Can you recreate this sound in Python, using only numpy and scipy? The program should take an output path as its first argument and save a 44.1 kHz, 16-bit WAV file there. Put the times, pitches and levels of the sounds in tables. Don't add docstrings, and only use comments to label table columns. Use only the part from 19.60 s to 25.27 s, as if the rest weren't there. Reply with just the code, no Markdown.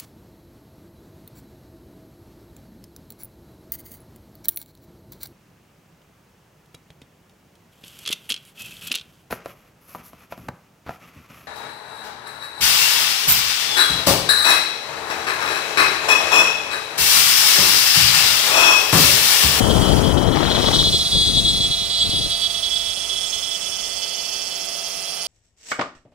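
import sys
import numpy as np
from scipy import signal
from scipy.io import wavfile
from scipy.ndimage import uniform_filter1d

SR = 44100
rng = np.random.default_rng(int(sys.argv[2]) if len(sys.argv) > 2 else 0)


def master_out(mix):
    frames = np.transpose(np.atleast_2d(mix))
    ceiling = np.clip(frames, -1, 1)
    pcm = np.round(ceiling * 32767).astype(np.int16)
    wavfile.write(sys.argv[1], SR, pcm)


N = 250047
TIME = np.arange(N) / SR
BLOCK = 64
CUTOFF_HZ = 15800
CHATTER_WIDTH_HZ, SKIRT_WIDTH_HZ, SKIRT_BELOW_HZ = 4.5, 27, 22

# time in seconds, revolutions per second.
SPINDLE_SPEED = [(0, 189.2), (.8, 189.3), (1.2, 189.9), (1.8, 189), (2.4, 188.1), (3.3, 188.4),
                 (4.2, 188.8), (5.67, 188.85)]
FINAL_SPEED_HZ = SPINDLE_SPEED[-1][1]
# time in seconds, power share 0-1, offset below the locked lines in Hz.
CHATTER_SLIP = [(0, 0.3, 14.6), (0.801, 0.47, 22.6), (1.3, .94, 33), (2.9, .96, 29), (3.7, .65, 20),
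                (4.4, .35, 17), (5.67, .25, 15)]
# time in seconds, left over right in dB near 3.5 kHz, the same near 7 kHz.
WHINE_PAN = [(0.0, 3, -2), (1.15, 4.5, -2.5), (1.44, -2.5, -11), (1.71, 5.5, -6), (2.3, -6, -18),
             (2.59, 1, -14), (2.81, -8, -38), (3.09, -10.5, -44), (4.22, -15, -55), (5.67, -4, -31)]
# time in seconds, gain in dB.
MOTOR_GAIN = [(0, -2), (.4, -1), (.65, -11), (.9, -7), (1.3, -1), (2, -1), (3, -0.5), (4.3, 0), (5.67, 0.5)]
# time in seconds, then collet, flutes, rasp and foam sizzle in relative dB.
HIGH_LEVELS = [(0.0, -36.5, -41.5, -37, -37.5), (0.31, -33.5, -37, -42, -38), (0.7, -47, -45, -53, -48),
               (1.14, -30, -31.5, -39.5, -40), (1.61, -30, -36.5, -36.5, -36.5),
               (2.24, -34, -37, -41.5, -40), (2.4, -29, -40, -35, -40.5), (2.53, -30.5, -37.5, -42, -37),
               (3.65, -38.5, -33, -37, -40), (4.74, -33, -31.5, -43, -43), (4.82, -37, -32, -41, -42.5),
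               (5.6, -33, -34.5, -47, -38.5)]


def from_db(db):
    return 10 ** (np.asarray(db) / 20)


def rms_one(x):
    return x / np.sqrt(np.mean(np.abs(x) ** 2) + 1e-20)


def in_time(rows):
    times_s, *columns = np.transpose(rows)
    return [np.interp(TIME, times_s, column) for column in columns]


def at_hz(points, hz):
    points_hz, values = np.transpose(points)
    return np.interp(np.log(hz), np.log(points_hz), values)


def bumps(rows, half_s):
    return sum(height * np.exp(-np.minimum(((TIME - s) / half_s) ** 2, 20)) for s, height in rows)


def left_right(pan_db):
    return np.sqrt(2 / (1 + from_db(np.array([-2 * pan_db, 2 * pan_db]))))


def two_ports(tone, apart_rad, pan_db):
    return np.array([tone.real, (tone * np.exp(1j * apart_rad)).real]) * left_right(pan_db)


def flutter(width_hz):
    pole = np.exp(-2 * np.pi * width_hz * BLOCK / SR)
    white = rng.standard_normal((2, 2 * (N // BLOCK + 2)))
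    slow = signal.lfilter([1], [1, -2 * pole, pole * pole], white[0] + 1j * white[1])
    return rms_one(slow[len(slow) // 2:])


def smooth_up(slow):
    slow = slow.astype(np.complex64)
    ramp = np.arange(BLOCK, dtype=np.float32) / BLOCK
    return (slow[:-1, None] + np.diff(slow)[:, None] * ramp).ravel()[:N]


def bandpass(x, low_hz, high_hz):
    return signal.sosfilt(signal.butter(2, [low_hz, high_hz], "band", fs=SR, output="sos"), x)


def noise_bands(top_hz):
    edges_hz = CUTOFF_HZ / 2 ** np.arange(0, 10, .5)[::-1]
    white = rng.standard_normal((2, 2, N))
    for k, (low_hz, high_hz) in enumerate(zip(edges_hz, edges_hz[1:])):
        if low_hz < top_hz:
            yield np.sqrt(low_hz * high_hz), bandpass(white[k % 2], low_hz, high_hz)


def grip():
    # start in seconds, end in seconds, grip in dB.
    bites = [(.02, .085, -1), (.098, .121, 7), (.141, .184, 3.5), (.219, .259, 5.5), (.265, .33, 6),
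             (.365, .397, 3), (.435, .455, 8), (.465, .523, 6), (.579, .587, 11), (.813, .835, -5),
             (.857, .881, 3), (.904, .929, 7.5), (.955, .968, 9), (.985, 1.045, 0), (1.062, 1.088, 6),
             (1.134, 1.166, 7.5), (1.192, 1.216, 8), (1.24, 1.292, 4), (1.33, 1.372, 5.5),
             (1.395, 1.427, 3), (1.457, 1.476, 3.5), (1.522, 1.64, 4.5), (1.654, 1.711, 4),
             (1.735, 1.765, 2), (1.77, 1.798, 7.5), (1.852, 1.87, 5.5), (1.878, 1.912, 5.5),
             (1.932, 1.994, 1), (2.01, 2.068, 5.5), (2.115, 2.148, 3.5), (2.172, 2.27, 1),
             (2.301, 2.474, 3.5), (2.408, 2.434, 11), (2.506, 2.597, 5), (2.617, 2.66, 5),
             (2.703, 2.752, 5), (2.76, 2.81, -0.5), (2.821, 2.869, 8.5), (2.902, 2.916, 3),
             (2.948, 2.961, 4.5), (2.974, 2.997, 1), (3.033, 3.063, 7.5), (3.068, 3.085, 2),
             (3.11, 3.146, 4), (3.161, 3.176, 6.5), (3.196, 3.248, 1), (3.26, 3.335, 2), (3.365, 3.383, 3),
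             (3.404, 3.422, 3.5), (3.436, 3.461, 1), (3.498, 3.539, 6), (3.561, 3.589, 6), (3.609, 3.62, 3),
             (3.634, 3.648, 4), (3.662, 3.683, 2.5), (3.731, 3.755, 8), (3.769, 3.799, 2), (3.83, 3.902, 5),
             (3.915, 3.963, 6.5), (4.015, 4.046, 3), (4.058, 4.078, 6)]
    # start in seconds, end in seconds.
    nibbling = [(.6, .8), (4.12, 5.67)]
    # time in seconds, grip in dB.
    slack = [(0, -6), (1.3, -8), (1.8, -4), (2.7, -5.5), (3.1, -8.5), (4.2, -6), (5.67, -15)]
    nibble_s, gap_s, nibble_db = (.014, .06), (.01, .026), 3.8
    rise_db_per_s, fall_db_per_s = 1200, 1100
    nibbles = []
    for start_s, stop_s in nibbling:
        while start_s < stop_s:
            end_s = start_s + rng.uniform(*nibble_s)
            nibbles.append((start_s, end_s, nibble_db + rng.standard_normal()))
            start_s = end_s + rng.uniform(*gap_s)
    time_s = TIME[::32]
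    start_s, end_s, level_db = np.transpose(list(bites) + nibbles)[:, :, None]
    each_db = (level_db - rise_db_per_s * np.maximum(start_s - time_s, 0)
               - fall_db_per_s * np.maximum(time_s - end_s, 0))
    return np.maximum(np.interp(TIME, time_s, each_db.max(axis=0)), in_time(slack)[0])


def resonance_levels():
    # time in seconds, level in relative dB.
    body_curve = [(0, -22.5), (.25, -27), (.65, -31.5), (1.2, -24.5), (1.5, -40), (2.2, -35), (2.5, -33.5),
                  (3.8, -31.5), (5.67, -39)]
    # time in seconds, cutter squeal and foam wall in relative dB.
    ringing = [(0, -37.5, -37), (.6, -44, -44.5), (.9, -34.5, -31.5), (1.2, -26, -25), (1.9, -24.5, -25),
               (2.25, -29, -29.5), (2.5, -31, -29), (3.1, -27, -37), (4.4, -38.5, -51.5), (5.6, -46, -49)]
    grip_db = grip()
    body, = in_time(body_curve)
    squeal, wall = in_time(ringing)
    collet, flutes, rasp, sizzle = in_time(HIGH_LEVELS)
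    return (body + .65 * grip_db, squeal + grip_db, wall + .75 * grip_db,
            collet + .2 * grip_db, flutes, rasp + .1 * grip_db, sizzle)


def self_limit(slow):
    return rms_one(slow / (np.abs(slow) + .1))


def whine(turn_rad, bite, orders, partials_db, level_db, pan_db, *,
          skirt, own, scatter_rad, slip_scale, swell_db, wander_db, apart_rad, even_blocks=45):
    slow_bite, fast_bite = bite
    time_s = np.arange(len(slow_bite)) * BLOCK / SR
    points_s, share, slip_hz = np.transpose(CHATTER_SLIP)
    share = np.interp(time_s, points_s, share)
    slip_cycles = np.cumsum(np.interp(time_s, points_s, slip_hz)) * BLOCK / SR
    locked = np.sqrt((1 - skirt) * (1 - share))
    slipping = np.sqrt((1 - skirt) * share) * np.exp(-2j * np.pi * slip_scale * slip_cycles)
    trailing = np.sqrt(skirt) * np.exp(-2j * np.pi * slip_scale * SKIRT_BELOW_HZ * time_s)
    rotation = np.exp(1j * turn_rad).astype(np.complex64)
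    carrier, step = rotation ** int(orders[0]), rotation ** int(orders[1] - orders[0])
    tone, power = np.zeros(N, np.complex64), 0
    for gain in from_db(partials_db):
        slow = self_limit(np.sqrt(1 - own) * slow_bite + np.sqrt(own) * flutter(CHATTER_WIDTH_HZ))
        fast = np.sqrt(1 - own) * fast_bite + np.sqrt(own) * flutter(SKIRT_WIDTH_HZ)
        wander = from_db(wander_db * flutter(2.5).real)
        scatter = np.exp(1j * scatter_rad * rng.standard_normal())
        swing = gain * wander * (locked + slipping * slow + trailing * fast) * scatter
        tone += smooth_up(swing) * carrier
        carrier = carrier * step
        power = power + np.abs(swing) ** 2
    running_rms = np.sqrt(uniform_filter1d(power, size=even_blocks))
    swell = from_db(swell_db * flutter(17).real) / running_rms
    return 2 * two_ports(tone * smooth_up(swell).real * from_db(level_db), apart_rad, pan_db)


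def cutter(turn_rad, levels_db):
    # multiple of the speed, level in relative dB.
    partials = [(16, -14), (17, -11), (18, 0), (19, -14.5), (20, -5.5), (21, -5.5), (22, -7), (23, -16),
                (24, -9), (25, -15), (26, -13.5), (27, -19), (28, -12), (29, -12), (30, -14), (31, -20),
                (32, -19), (33, -19), (34, -15), (35, -24), (36, -20)]
    # frequency in Hz, level in relative dB.
    treble = [(4060, -32), (6900, 5), (8150, 12), (8640, 10), (9560, 9.5), (10300, 1), (11800, -7),
              (14200, -10), (15100, -13), (15800, -9)]
    # time in seconds, dB added to the sizzle curve.
    fizz_curve = [(0, -9), (1.2, -14.5), (2.6, -10), (3.6, -10), (4.6, -4), (5.67, -7)]
    # time in seconds, gain in dB.
    shrieks = [(1.35, -35), (1.68, -50), (1.79, -33), (1.9, -30.5), (2.05, -33), (2.42, -30), (2.83, -42)]
    orders, partials_db = np.transpose(partials)
    body, squeal, wall, collet, flutes = np.split(np.arange(len(orders)), [2, 4, 8, 11])
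    octave, rasp, sizzle, fizz = [40, 42, 44], np.arange(37, 46), np.arange(46, 56), np.arange(56, 84)
    body_db, squeal_db, wall_db, collet_db, flutes_db, rasp_db, sizzle_db = levels_db
    low_pan_db, high_pan_db = in_time(WHINE_PAN)
    mid_pan_db = (low_pan_db + high_pan_db) / 2
    fizz_db = sizzle_db + in_time(fizz_curve)[0]
    bite = flutter(CHATTER_WIDTH_HZ), flutter(SKIRT_WIDTH_HZ)

    def low_whine(rows, level_db, pan_db, **texture):
        return whine(turn_rad, bite, orders[rows], partials_db[rows], level_db, pan_db, **texture)

    def high_whine(multiples, level_db, pan_db, **texture):
        treble_db = at_hz(treble, multiples * FINAL_SPEED_HZ)
        return whine(turn_rad, bite, multiples, treble_db, level_db, pan_db, wander_db=3.5, **texture)

    out = low_whine(body, body_db - 6.8, low_pan_db + 6, skirt=.33, own=.3, scatter_rad=.4,
                    slip_scale=.7, swell_db=1.5, wander_db=1, apart_rad=.6, even_blocks=15)
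    out += low_whine(squeal, squeal_db - 1.5, low_pan_db - .5, skirt=.01, own=.1, scatter_rad=.6,
                     slip_scale=1, swell_db=1.5, wander_db=.6, apart_rad=.55, even_blocks=11)
    out += low_whine(wall, wall_db - 1, low_pan_db + .8, skirt=.005, own=.7, scatter_rad=2.5,
                     slip_scale=.85, swell_db=1.5, wander_db=2, apart_rad=1.75, even_blocks=27)
    out += low_whine(collet, collet_db - 3.5, mid_pan_db, skirt=.08, own=.6, scatter_rad=1.3,
                     slip_scale=1, swell_db=1.8, wander_db=2, apart_rad=1.8)
    out += low_whine(flutes, flutes_db - 2, high_pan_db + .5, skirt=.18, own=.5, scatter_rad=.6,
                     slip_scale=1.1, swell_db=1.5, wander_db=1, apart_rad=1.5)
    out += high_whine(rasp, rasp_db - 4.5, high_pan_db - .5, skirt=.56, own=.85, scatter_rad=.15,
                      slip_scale=.93, swell_db=3.5, apart_rad=1.77)
    out += high_whine(sizzle, sizzle_db - 3, high_pan_db + 1, skirt=1, own=.36, scatter_rad=.18,
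                      slip_scale=.77, swell_db=1.3, apart_rad=1.4)
    out += high_whine(fizz, fizz_db, .23 * high_pan_db, skirt=.2, own=.35, scatter_rad=.6,
                      slip_scale=.4, swell_db=1, apart_rad=1.8)
    shriek = whine(turn_rad, bite, octave, np.zeros(3), -3, high_pan_db, skirt=.1, own=.3,
                   scatter_rad=1.5, slip_scale=2, swell_db=1, wander_db=1, apart_rad=1.5)
    return out + shriek * bumps([(s, from_db(db)) for s, db in shrieks], half_s=.02)


def tearing_foam(turn_rad, levels_db):
    revolution = (turn_rad / (2 * np.pi) + .5).astype(int)
    strength = from_db(2 * rng.standard_normal(revolution[-1] + 1))[revolution]
    gate = rms_one(strength * np.exp(1.4 * np.cos(turn_rad)))
    body_db, _, _, _, flutes_db, rasp_db, sizzle_db = levels_db
    out = 0
    for low_hz, high_hz, level_db in [(3130, 3340, body_db - 12), (5100, 6200, flutes_db - 13),
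                                      (6200, 8200, rasp_db - 4), (8200, 10430, sizzle_db - 3.5)]:
        hiss = bandpass(gate * rng.standard_normal((2, N)), low_hz, high_hz)
        out = out + rms_one(hiss) * from_db(level_db)
    return out * left_right(in_time(WHINE_PAN)[1])


def spindle_tones(turn_rad, tones, waver, pan_db):
    port_rad = np.array([[0], [.8]])
    out = np.zeros((2, N))
    for hz, level_db in tones:
        tone = np.exp(1j * hz / FINAL_SPEED_HZ * turn_rad) * (1 + waver * smooth_up(flutter(5)))
        phase_rad = rng.uniform(0, 2 * np.pi) + port_rad
        out += from_db(level_db) * (tone * np.exp(1j * phase_rad)).real
    return np.sqrt(2) * out * left_right(pan_db)[:, None]


def spindle_motor(turn_rad):
    # frequency at final speed in Hz, relative dB.
    bearing_tones = [(565, -62), (867, -59), (1281, -55), (1357, -62), (1545, -61), (1888, -62),
                     (2035, -52.5), (2223, -59), (2412, -51), (2643, -46), (2708, -57), (2832, -50),
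                     (3021, -47), (3210, -48)]
    whistle_tones = [(4155, -40.5), (4342, -44), (4533, -39.5), (4893, -42), (5352, -38), (5421, -32.5),
                     (6402, -54)]
    ball_pass_tones = [(678, -47), (755, -55), (1168, -59)]
    # time in seconds, gain in dB.
    hum_gain = [(0, -2), (.65, -15), (1.3, 3.5), (2.9, 1.5), (3.7, -4), (4.6, -2.5), (5.1, 3), (5.67, 1)]
    bearings = spindle_tones(turn_rad, bearing_tones, waver=.25, pan_db=-10)
    bearings *= from_db(in_time(MOTOR_GAIN)[0] + 1.5)
    hum = from_db(in_time(hum_gain)[0]) * spindle_tones(turn_rad, ball_pass_tones, waver=.2, pan_db=-5)
    whistles = spindle_tones(turn_rad, whistle_tones, waver=.35, pan_db=-15)
    whistles *= from_db(in_time(HIGH_LEVELS)[1] + 26)
    unbalance = spindle_tones(turn_rad, [(2 * FINAL_SPEED_HZ, -59)], waver=.95, pan_db=18)
    return bearings + hum + whistles + unbalance


def feed_motors():
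    # time in seconds, step rate in Hz, level in dB.
    x_axis = [(0, 171, -36), (.45, 180, -44), (.7, 143, -53), (.95, 116, -56), (1.1, 100, -80)]
    y_axis = [(.6, 163, -85), (.85, 192, -62), (1.1, 198, -57), (1.5, 186.6, -69), (1.8, 166.2, -64),
              (5.67, 162, -58)]
    out = 0
    for axis, roughness in [(x_axis, 1), (y_axis, .46)]:
        step_hz, level_db = in_time(axis)
        hum = np.exp(2j * np.pi * np.cumsum(step_hz) / SR) * (1 + roughness * smooth_up(flutter(23)))
        out = out + from_db(level_db) * rms_one(hum.real)
    return out


def cooling_fan():
    # frequency in Hz, density in relative dB.
    fan_spectrum = [(30, -1.5), (100, -41), (170, -1), (280, -5), (550, 3.5), (800, -1.5), (1300, -3.5),
                    (2000, -8), (2700, 0), (3400, -5), (4600, -6), (6500, -4), (9500, -12.5), (12000, -14),
                    (15500, -20)]
    stream_spectrum = [(100, -11), (1500, 2), (2400, -22), (3300, -5), (4500, -17), (6500, 2), (9500, -6),
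                       (11000, -4), (15500, -5)]
    # frequency in Hz, left over right in dB.
    fan_pan = [(40, 0), (200, -2.5), (600, 0), (1300, -9.5), (2500, 5), (5500, -5.5), (9000, 0),
               (15000, 25)]
    # time in seconds, level in dB.
    stream_level = [(0, -33.5), (.4, -38), (.65, -42.5), (.9, -40), (1.15, -35.5), (1.5, -41.5),
                    (5.67, -106)]
    fan, stream = 0, 0
    for hz, band in noise_bands(CUTOFF_HZ):
        fan = fan + band * from_db(at_hz(fan_spectrum, hz)) * left_right(at_hz(fan_pan, hz))[:, None]
        stream = stream + band * from_db(at_hz(stream_spectrum, hz))
    rush = from_db(in_time(MOTOR_GAIN)[0] - 37) * rms_one(fan)
    return rush + from_db(in_time(stream_level)[0]) * rms_one(stream)


def airflow():
    # start and end in seconds, level in relative dB, reach in Hz, sag in dB/s.
    gusts = [(-.05, 0.727, -20, 697, 1), (0.768, 1.106, -25.5, 1230, -1.5), (1.134, 1.268, -30, 300, -38),
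             (1.541, 2.05, -29.5, 266, 4.5), (2.457, 2.633, -32, 336.4, 13)]
    # time in seconds, gain in dB.
    puffs = [(1.345, 9), (1.48, -16), (1.555, 5), (1.645, -8), (1.695, 4), (1.775, 6.5), (2.0, 4),
             (2.035, -7), (2.11, 7.5), (2.22, 5), (2.38, -3), (2.51, -13), (2.54, 3), (2.665, 9.5)]
    breeze_db, breeze_reach_hz, fade_db_per_s = -27.5, 385, 7
    rise_db_per_s, fall_db_per_s = 296, 139
    reach_exponent = .47
    fading = from_db(-fade_db_per_s * TIME)
    power = (from_db(breeze_db) * fading) ** 2
    reach_hz = breeze_reach_hz * fading ** reach_exponent
    for start_s, end_s, level_db, top_hz, sag_db_per_s in gusts:
        shape = from_db(-rise_db_per_s * np.maximum(start_s - TIME, 0)
                        - sag_db_per_s * np.maximum(TIME - start_s, 0)
                        - fall_db_per_s * np.maximum(TIME - end_s, 0))
        power = power + (from_db(level_db) * shape) ** 2
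        reach_hz = np.maximum(reach_hz, top_hz * shape ** reach_exponent)
    puff = from_db(bumps(puffs, half_s=.0084))
    return np.sqrt(power) * puff, np.maximum(reach_hz * puff ** reach_exponent, 30)


def buffeting(lumpy_db, spiky_db, flapping_db):
    # frequency in Hz, density in relative dB.
    spectrum = [(20, -9.5), (50, 3.5), (150, 3), (300, 1), (800, 0), (2000, -3), (5000, 10)]
    strength, reach_hz = airflow()
    spurts = from_db(spiky_db * reach_hz / reach_hz.max() * smooth_up(flutter(190)).real)
    spurts *= from_db(flapping_db * smooth_up(flutter(23)).real)
    spurts /= np.sqrt(uniform_filter1d(spurts ** 2, size=SR // 10))
    out, low_power = 0, 0
    for hz, band in noise_bands(5000):
        gain = from_db(at_hz(spectrum, hz)) * np.exp(-hz / reach_hz)
        lumps = from_db(lumpy_db * smooth_up(flutter(64)).real)
        spurt_share = hz / (hz + 600)
        out = out + band * gain * lumps * (1 - spurt_share + spurt_share * spurts)
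        if hz < 300:
            low_power = low_power + gain ** 2 * np.mean(band ** 2)
    return out / np.sqrt(low_power) * strength * from_db(7.5)


def snaps(low_hz, high_hz):
    # time in seconds, approximate peak in dB.
    eddies = [(0.831, -7), (0.852, -4), (0.886, -10), (0.913, -10), (1.042, -13), (1.161, -11),
              (1.229, -12)]
    times_s, peak_db = np.transpose(eddies)
    clicks = np.zeros(N)
    clicks[(times_s * SR).astype(int)] = from_db(peak_db) * SR / (2 * (high_hz - low_hz))
    return bandpass(clicks + 1e-18, low_hz, high_hz)


def squeals(turn_rad, waver, apart_rad):
    # start and end in seconds, multiple of the speed, level in dB.
    notes = [(1.1, 2.005, 50, -42.5), (1.4, 1.958, 52, -47), (1.2, 1.55, 27, -41), (1.52, 1.742, 25, -32),
             (1.575, 1.855, 34, -41), (2.03, 2.12, 48, -42), (2.4, 2.684, 22, -35), (2.555, 2.85, 48, -45),
             (2.704, 2.874, 25, -33), (3.347, 3.66, 49, -43), (3.544, 3.626, 50, -41),
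             (3.62, 3.88, 34, -41), (3.67, 3.738, 38, -46), (4.075, 4.1, 50, -36.5), (4.21, 4.256, 36, -37)]
    edge_db_per_s = 402
    slip_rad = 2 * np.pi * np.cumsum(in_time(CHATTER_SLIP)[1]) / SR
    tone = 0
    for start_s, end_s, multiple, level_db in notes:
        outside_s = np.clip(np.maximum(start_s - TIME, TIME - end_s), 0, .5)
        envelope = from_db(level_db - edge_db_per_s * outside_s) * (outside_s < .5)
        note = envelope * np.exp(1j * (multiple * turn_rad - slip_rad))
        tone = tone + note * smooth_up(rms_one(1 + waver * flutter(14)))
    return np.sqrt(2) * two_ports(tone, apart_rad, np.mean(in_time(WHINE_PAN), axis=0))


def scene():
    turn_rad = 2 * np.pi * np.cumsum(in_time(SPINDLE_SPEED)[0]) / SR
    motors = spindle_motor(turn_rad) + feed_motors()
    levels_db = resonance_levels()
    cutting = cutter(turn_rad, levels_db) + squeals(turn_rad, waver=.3, apart_rad=1.3)
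    cutting += tearing_foam(turn_rad, levels_db)
    fan = cooling_fan()
    draught = buffeting(lumpy_db=2, spiky_db=7, flapping_db=1) + snaps(low_hz=200, high_hz=1420)
    left_port = from_db([[0], [-45]])
    return cutting + motors + fan + draught * left_port


def record(dry):
    rounded = dry / (1 + (dry / .93) ** 6) ** (1 / 6)
    return signal.sosfilt(signal.ellip(12, .1, 90, CUTOFF_HZ, fs=SR, output="sos"), rounded)


dry = scene()
out = record(dry)
master_out(out)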